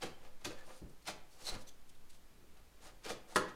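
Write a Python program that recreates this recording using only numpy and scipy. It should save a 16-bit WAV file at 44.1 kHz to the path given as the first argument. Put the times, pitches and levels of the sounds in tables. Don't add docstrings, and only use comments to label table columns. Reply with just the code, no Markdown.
import sys
import numpy as np
from scipy import signal
from scipy.io import wavfile

SR = 44100
rng = np.random.default_rng(int(sys.argv[2]) if len(sys.argv) > 2 else 0)


def waveform_to_disk(signal):
    frames = np.transpose(np.atleast_2d(signal))
    scaled = np.clip(frames, -1, 1) * 32767
    samples = np.round(scaled).astype(np.int16)
    wavfile.write(sys.argv[1], SR, samples)


def volts(x):
    e = np.asarray(x, float) / 20
    return 10 ** e


N = 156555
STROKE_SAMPLES, TICK_SAMPLES = SR // 4, SR // 8
BAND_EDGES_HZ = 40 * 2 ** np.arange(0, 9.1, .5)


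def rms_one(x):
    return x / np.sqrt(np.mean(x ** 2) + 1e-20)


def at_hz(points, hz):
    table = np.array(points)
    return np.interp(np.log(hz), np.log(table[:, 0]), table[:, 1])


def band(x, low, high):
    return signal.sosfilt(signal.butter(2, [low, high], "band", fs=SR, output="sos"), x)


def soften(x, order, hz):
    return signal.sosfilt(signal.butter(order, hz, fs=SR, output="sos"), x)


def coloured(pair, spectrum):
    bottom, top = spectrum[0][0], spectrum[-1][0]
    bands = [(a, b) for a, b in zip(BAND_EDGES_HZ, BAND_EDGES_HZ[1:]) if b > bottom and a < top]
    out, power = 0, 0
    for k, (low, high) in enumerate(bands):
        gain = volts(at_hz(spectrum, np.sqrt(low * high)))
        out = out + gain * band(pair[k % 2], low, high)
        power += gain ** 2 * (high - low) * 2 / SR
    return out / np.sqrt(power)


def rings(x, modes):
    out, power = 0, 0
    for k, (hz, db, t60) in enumerate(modes):
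        r = volts(-60 / (t60 * SR))
        w = 2 * np.pi * hz / SR
        mode = signal.lfilter([0, np.sin(w)], [1, -2 * r * np.cos(w), r * r], x + 1e-18)
        out = out + (-1) ** k * volts(db) * mode
        power += volts(2 * db) / (2 * (1 - r * r))
    return out / np.sqrt(power)


def drift(rate_hz):
    r = np.exp(-2 * np.pi * rate_hz / SR)
    settle = 9000
    noise = rng.standard_normal(N + settle)
    return rms_one(signal.lfilter([1], [1, -2 * r, r * r], noise)[settle:])


def grains(clump_db=2.5):
    grains_per_s, spread_db = 8000, 3.8
    sizes = volts(spread_db * np.minimum(rng.exponential(1, (2, N)), 3.5))
    sizes = sizes * rng.choice([-1, 1], (2, N))
    breaks = rng.random((2, N)) < grains_per_s / SR
    return rms_one(sizes * breaks * volts(clump_db * drift(150)))


def swell(peak_s, rise_s, fall_s):
    t = np.arange(N) / SR
    return volts(-20 * np.where(t < peak_s, (peak_s - t) / rise_s, (t - peak_s) / fall_s))


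def stroke(length_s):
    t = np.arange(STROKE_SAMPLES) / SR
    least_edge_s, edge_share = .003, .3
    edge_s = least_edge_s + edge_share * length_s
    return np.clip(np.minimum(t, length_s + least_edge_s - t) / edge_s, 0, 1)


def swelling_rings(events, cycles, gain_db):
    out, t = np.zeros(N + SR), np.arange(TICK_SAMPLES) / SR
    for start_s, level_db, hz in events:
        start, age = int(start_s * SR), t * hz / cycles
        shape = age * np.exp(1 - age)
        out[start:start + len(t)] += volts(level_db + gain_db) * shape * np.sin(2 * np.pi * hz * t)
    return out[:N]


# pitch_hz, level_db (per Hz)
HISS_COLOUR = [(70, -8), (300, -11), (600, -15), (1860, -20), (13000, -29), (17000, -34)]


def hiss():
    return volts(-67.2) * coloured(rng.standard_normal((2, N)), HISS_COLOUR)


# time_s, level_db
SWAY_LEVEL = [(0, -62), (.9, -62), (1.55, -60), (2.1, -62), (2.5, -57), (3.1, -59), (3.55, -62)]


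def sway():
    slow_hz, top_hz, top_db = 12, 60, -8
    time_s, level_db = np.transpose(SWAY_LEVEL)
    slow = band(rng.standard_normal(N + SR), 4, slow_hz)
    slow = rms_one(band(slow, 3, 2 * slow_hz)[SR:])
    top = rms_one(band(rng.standard_normal(N + SR), 20, top_hz)[SR:])
    level = volts(np.interp(np.arange(N) / SR, time_s, level_db))
    return level * (slow + volts(top_db) * top)


# peak_s, level_db, cycle_s
BODY_HEAVES = [(.06, -46, .18), (.22, -52, .13), (.355, -41, .16), (.58, -42, .16), (.73, -53, .15),
               (.97, -52, .2), (1.22, -46, .15), (1.46, -46, .2), (1.62, -43, .17), (1.82, -49, .15),
               (1.97, -49, .14), (2.12, -46, .15), (3.13, -50, .14), (3.42, -51, .13)]


def heaves():
    out, t = 0, np.arange(N) / SR
    for peak_s, level_db, cycle_s in BODY_HEAVES:
        cycles = (t - peak_s) / cycle_s
        out = out + volts(level_db) * np.cos(2 * np.pi * cycles) * np.exp(-.5 * (cycles / .45) ** 2)
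    return out


# start_s, level_db, pitch_hz
MOUNT_KNOCKS = [
    (.447, -42, 90),
    (.817, -41, 250),
    (.821, -36, 230),
    (.829, -39, 260),
    (.836, -40, 60),
    (.842, -39, 45),
    (.864, -45, 200),
    (1.522, -33, 22),
    (1.548, -40, 40),
]


def knocks():
    out = np.zeros(N)
    for k, (start_s, level_db, hz) in enumerate(MOUNT_KNOCKS):
        start, phase = int(start_s * SR), np.arange(TICK_SAMPLES) / SR * hz
        decay = volts(level_db - 60 * phase / 2.5)
        out[start:start + len(phase)] += decay * np.sin(2 * np.pi * phase) * (-1) ** k
    return out


# peak_s, level_db, rise_s (per 20 dB), fall_s (per 20 dB)
HAND_BUMPS = [
    (.04, -45, .03, .09),
    (.46, -49, .02, .1),
    (.82, -49, .006, .07),
    (.88, -60, .03, .08),
    (1.55, -53, .08, .12),
    (1.15, -62, .08, .1),
    (2.42, -62, .1, .1),
    (3.11, -55, .06, .15),
    (3.375, -46, .015, .12),
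]
# pitch_hz, level_db (per Hz)
BUMP_COLOUR = [(40, -9), (80, -2), (170, -1), (400, -5), (800, -24)]


def bumps():
    force = sum(volts(level_db) * swell(peak_s, rise_s, fall_s) for peak_s, level_db, rise_s, fall_s in HAND_BUMPS)
    return coloured(grains() * force, BUMP_COLOUR)


# start_s, length_s, level_db, pitch_hz
PAPER_SQUEAKS = [
    (.105, .06, -70, 3100),
    (.462, .02, -55, 4400),
    (.55, .09, -63, 1720),
]


def squeaks(fine):
    out = np.zeros(N)
    for start_s, length_s, level_db, hz in PAPER_SQUEAKS:
        span = slice(int(start_s * SR), int(start_s * SR) + STROKE_SAMPLES)
        out[span] += volts(level_db) * rings(fine[1, span] * stroke(length_s), [(hz, 0, .08)])
    return out


# start_s, length_s, hiss_db, pitch_factor, ring_db
BLADE_SKIDS = [(.63, .2, -66, 1.95, -74), (.89, .015, -70, 1.0, -74), (1.017, .015, -71, 1.05, -68),
               (1.28, .12, -69, 1.0, -72), (1.38, .09, -61, 1.0, -62), (1.44, .08, -52, 1.0, -46),
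               (1.455, .05, -58, 1.0, -50), (1.51, .05, -60, .98, -57), (1.56, .08, -67, 1.0, -68),
               (1.603, .028, -66, .9, -63), (1.663, .04, -70, .82, -62), (1.663, .04, -70, 1.09, -62),
               (1.665, .035, -70, 1.5, -65), (1.886, .02, -64, .74, -71), (1.944, .012, -73, .85, -71),
               (2.09, .024, -62, .85, -72), (2.11, .07, -69, .85, -80), (2.8, .11, -64, 1.1, -74),
               (3.27, .09, -64, 1.1, -76), (3.346, .014, -55, 1.3, -60)]
# pitch_hz, level_db (per Hz)
SKID_COLOUR = [(2300, -12), (3800, -3), (6000, -5), (8800, -5), (11000, -14), (15500, -21)]
# pitch_hz, width_hz, level_db
BLADE_MODES = [(3980, 350, 1), (4300, 250, -1), (5400, 400, -9), (6050, 500, -7), (8250, 500, -5),
               (9100, 500, -10)]


def skids(fine):
    ringing, rubbing = np.zeros(N + SR), np.zeros((2, N + SR))
    fine = np.tile(fine, 2)
    for start_s, length_s, hiss_db, factor, ring_db in BLADE_SKIDS:
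        span = slice(int(start_s * SR), int(start_s * SR) + STROKE_SAMPLES)
        force = fine[:, span] * stroke(length_s)
        modes = [(min(hz * factor, .4 * SR), level_db, 2.2 / width_hz) for hz, width_hz, level_db in BLADE_MODES]
        ringing[span] += volts(ring_db) * rings(force[0], modes)
        rubbing[:, span] += volts(hiss_db) * force
    return (ringing + coloured(rubbing, SKID_COLOUR))[:N]


# start_s, level_db, pitch_hz
BLADE_CHIRPS = [(.0205, -38, 5300), (.0225, -38, 3100), (.0495, -42, 3200), (.4475, -37, 6300),
                (.454, -37, 3400), (.4565, -38, 6200), (.4975, -50, 6600), (.504, -55, 9800),
                (.510, -48, 7000), (.5295, -54, 9000), (.531, -52, 5200), (1.0645, -44, 5280),
                (1.0725, -42, 8700), (1.081, -37, 4900), (1.0855, -34, 4000), (1.096, -42, 5100),
                (1.4535, -44, 8600), (1.460, -42, 6200), (1.468, -33, 4020), (1.474, -35, 4300),
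                (1.4785, -36, 4200), (1.484, -39, 4100), (1.4893, -29, 4020), (1.4955, -33, 4250),
                (1.4995, -40, 3900), (1.539, -45, 4100), (1.544, -46, 4200), (2.8574, -50, 8930),
                (3.0445, -44, 5600), (3.087, -42, 5020), (3.0905, -46, 9600), (3.0994, -39, 4980),
                (3.115, -43, 5700), (3.359, -28, 8400), (3.3665, -33, 7800), (3.378, -37, 8300),
                (3.494, -50, 6100)]


def chirps():
    return swelling_rings(BLADE_CHIRPS, cycles=3.4, gain_db=-3)


# start_s, level_db, pitch_hz
BOARD_TAPS = [(.0245, -42, 800), (.030, -37, 490), (.036, -39, 500), (.0415, -40, 340), (.053, -42, 500),
              (.065, -45, 500), (.071, -45, 700), (.238, -55, 509), (.462, -41, 363), (.473, -41, 320),
              (.490, -45, 330), (.506, -41, 490), (.516, -44, 480), (.530, -47, 400), (.677, -53, 624),
              (1.083, -39, 1450), (1.0855, -38, 743), (1.091, -40, 900), (1.101, -42, 740),
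              (1.472, -48, 756), (1.495, -46, 500), (2.806, -58, 503), (3.056, -42, 487), (3.063, -40, 500),
              (3.067, -44, 330), (3.1005, -38, 1590), (3.104, -36, 506), (3.110, -37, 500),
              (3.117, -37, 520), (3.128, -44, 335), (3.294, -52, 503)]


def taps():
    return swelling_rings(BOARD_TAPS, cycles=1.0, gain_db=-2)


# peak_s, grit_db, board_db, rise_s (per 20 dB), fall_s (per 20 dB)
GYPSUM_CUTS = [(.027, -44.5, -45, .018, .06), (.26, -65, -59, .08, .05), (.449, -38.5, -45, .006, .035),
               (.515, -61, -58, .04, .06), (.695, -66, -58, .08, .08), (1.088, -41, -44, .025, .03),
               (1.072, -49, -53, .012, .03), (.415, -66, -66, .02, .05), (.59, -68, -67, .06, .08),
               (1.42, -66, -62, .1, .05), (1.485, -50, -51, .05, .05), (1.55, -58, -51, .05, .05),
               (2.575, -72, -66, .03, .03), (2.868, -61, -58, .08, .06), (3.052, -54, -60, .02, .05),
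               (3.065, -55, -53, .03, .06), (3.105, -44, -45, .035, .035), (3.315, -64, -61, .07, .15),
               (3.49, -60, -56, .03, .03)]
# pitch_hz, level_db (per Hz)
GRIT_COLOUR = [(1000, -8), (1600, -2), (4800, -3), (8500, -10), (10700, -18), (14000, -21), (17000, -30)]
# pitch_hz, level_db (per Hz)
BOARD_COLOUR = [(60, -16), (170, -8), (500, -2), (800, -3), (1500, -8), (3000, -16)]
# pitch_hz, level_db, t60_s
BOARD_RINGS = [(170, -6, .12), (318, -2, .12), (495, 0, .14), (517, 2, .16), (738, 0, .08), (894, -5, .06),
               (1238, -6, .06), (1450, -4, .05), (2200, -7, .04), (3100, -10, .05)]


def cuts():
    grit_level, board_level = 0, 0
    for peak_s, grit_db, board_db, rise_s, fall_s in GYPSUM_CUTS:
        shape = swell(peak_s, rise_s, fall_s)
        grit_level = grit_level + volts(grit_db) * shape
        board_level = board_level + volts(board_db) * shape
    push = grains() * board_level
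    grit = coloured(grains() * grit_level, GRIT_COLOUR)
    return grit + coloured(push, BOARD_COLOUR) + volts(-3) * rings(push[0], BOARD_RINGS)


# start_s, level_db
SNAP_BREAKS = [
    (3.3594, -1),
    (3.3607, -8),
    (3.3635, -11),
    (3.366, -12),
    (3.3695, -10),
    (3.3715, -13),
    (3.376, -15),
]
# pitch_hz, level_db (per Hz)
SNAP_BODY = [(60, -14), (340, -3), (800, -8), (1400, -2), (2300, -14), (4500, -17), (8500, -24),
             (11000, -42)]
# pitch_hz, level_db, t60_s
SNAP_RINGS = [(321, 1, .2), (362, -7, .1), (508, 2, .15), (921, -8, .08), (1178, -4, .1), (1255, -1, .12),
              (1400, 0, .1), (1580, -2, .09), (2110, -3, .06), (2730, -9, .05)]
# pitch_hz, level_db, t60_s
CRACK_RINGS = [(1450, 0, .006), (2050, -4, .006), (4900, -12, .002)]
# pitch_hz, level_db (per Hz)
SPIT_COLOUR = [(2000, -4), (3000, 0), (5000, -4), (8500, -5), (10500, -22), (14000, -24), (16000, -36)]


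def snap():
    soft_hz, rattle_db, rattle_s, spit_db, spit_s = 4500, -26, .03, -27.5, .026
    snap_s = SNAP_BREAKS[0][0]
    t = np.arange(N) / SR - snap_s
    clicks, crumbs = np.zeros(N), grains()
    for k, (start_s, level_db) in enumerate(SNAP_BREAKS):
        clicks[int(start_s * SR)] = volts(level_db) * (-1) ** k
    clicks = soften(clicks, 4, soft_hz)
    rattle = crumbs * volts(rattle_db - 20 * np.abs(t) / rattle_s) * (t > 0)
    force = clicks + rattle
    spit = coloured(crumbs[::-1] * volts(spit_db) * swell(snap_s, .0012, spit_s), SPIT_COLOUR)
    ring = soften(rings(force[0], SNAP_RINGS), 2, soft_hz)
    crack = rings(clicks, CRACK_RINGS)
    return coloured(force, SNAP_BODY) + volts(-5) * ring + volts(-3) * crack + spit


# pitch_hz, t60_s
ROOM_DECAY = [(100, .45), (500, .5), (2000, .42), (6000, .3), (14000, .14)]


def room(x):
    t = np.arange(SR // 2) / SR
    white, tail = rng.standard_normal((2, len(t))), 0
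    for k, (low, high) in enumerate(zip(BAND_EDGES_HZ, BAND_EDGES_HZ[1:])):
        t60_s = at_hz(ROOM_DECAY, np.sqrt(low * high))
        tail = tail + band(white[k % 2], low, high) * volts(-60 * t / t60_s)
    tail = tail * (t > .004)
    return signal.fftconvolve(x, tail / np.sqrt(np.sum(tail ** 2)))[:N]


def scene():
    fine = grains(1.1)
    skid = skids(fine) + squeaks(fine)
    wall = cuts() + snap()
    tick = chirps() + taps()
    noise = hiss()
    echo = volts(-8) * room(wall + volts(-4) * skid + volts(-7) * tick)
    handling = bumps() + knocks() + sway() + heaves()
    return (skid + wall + tick + echo + handling + noise)[None]


def low_pass(x):
    return signal.sosfilt(signal.butter(12, 15860, fs=SR, output="sos"), x)


def record(dry):
    return low_pass(dry)


dry = scene()
out = record(dry)
waveform_to_disk(out)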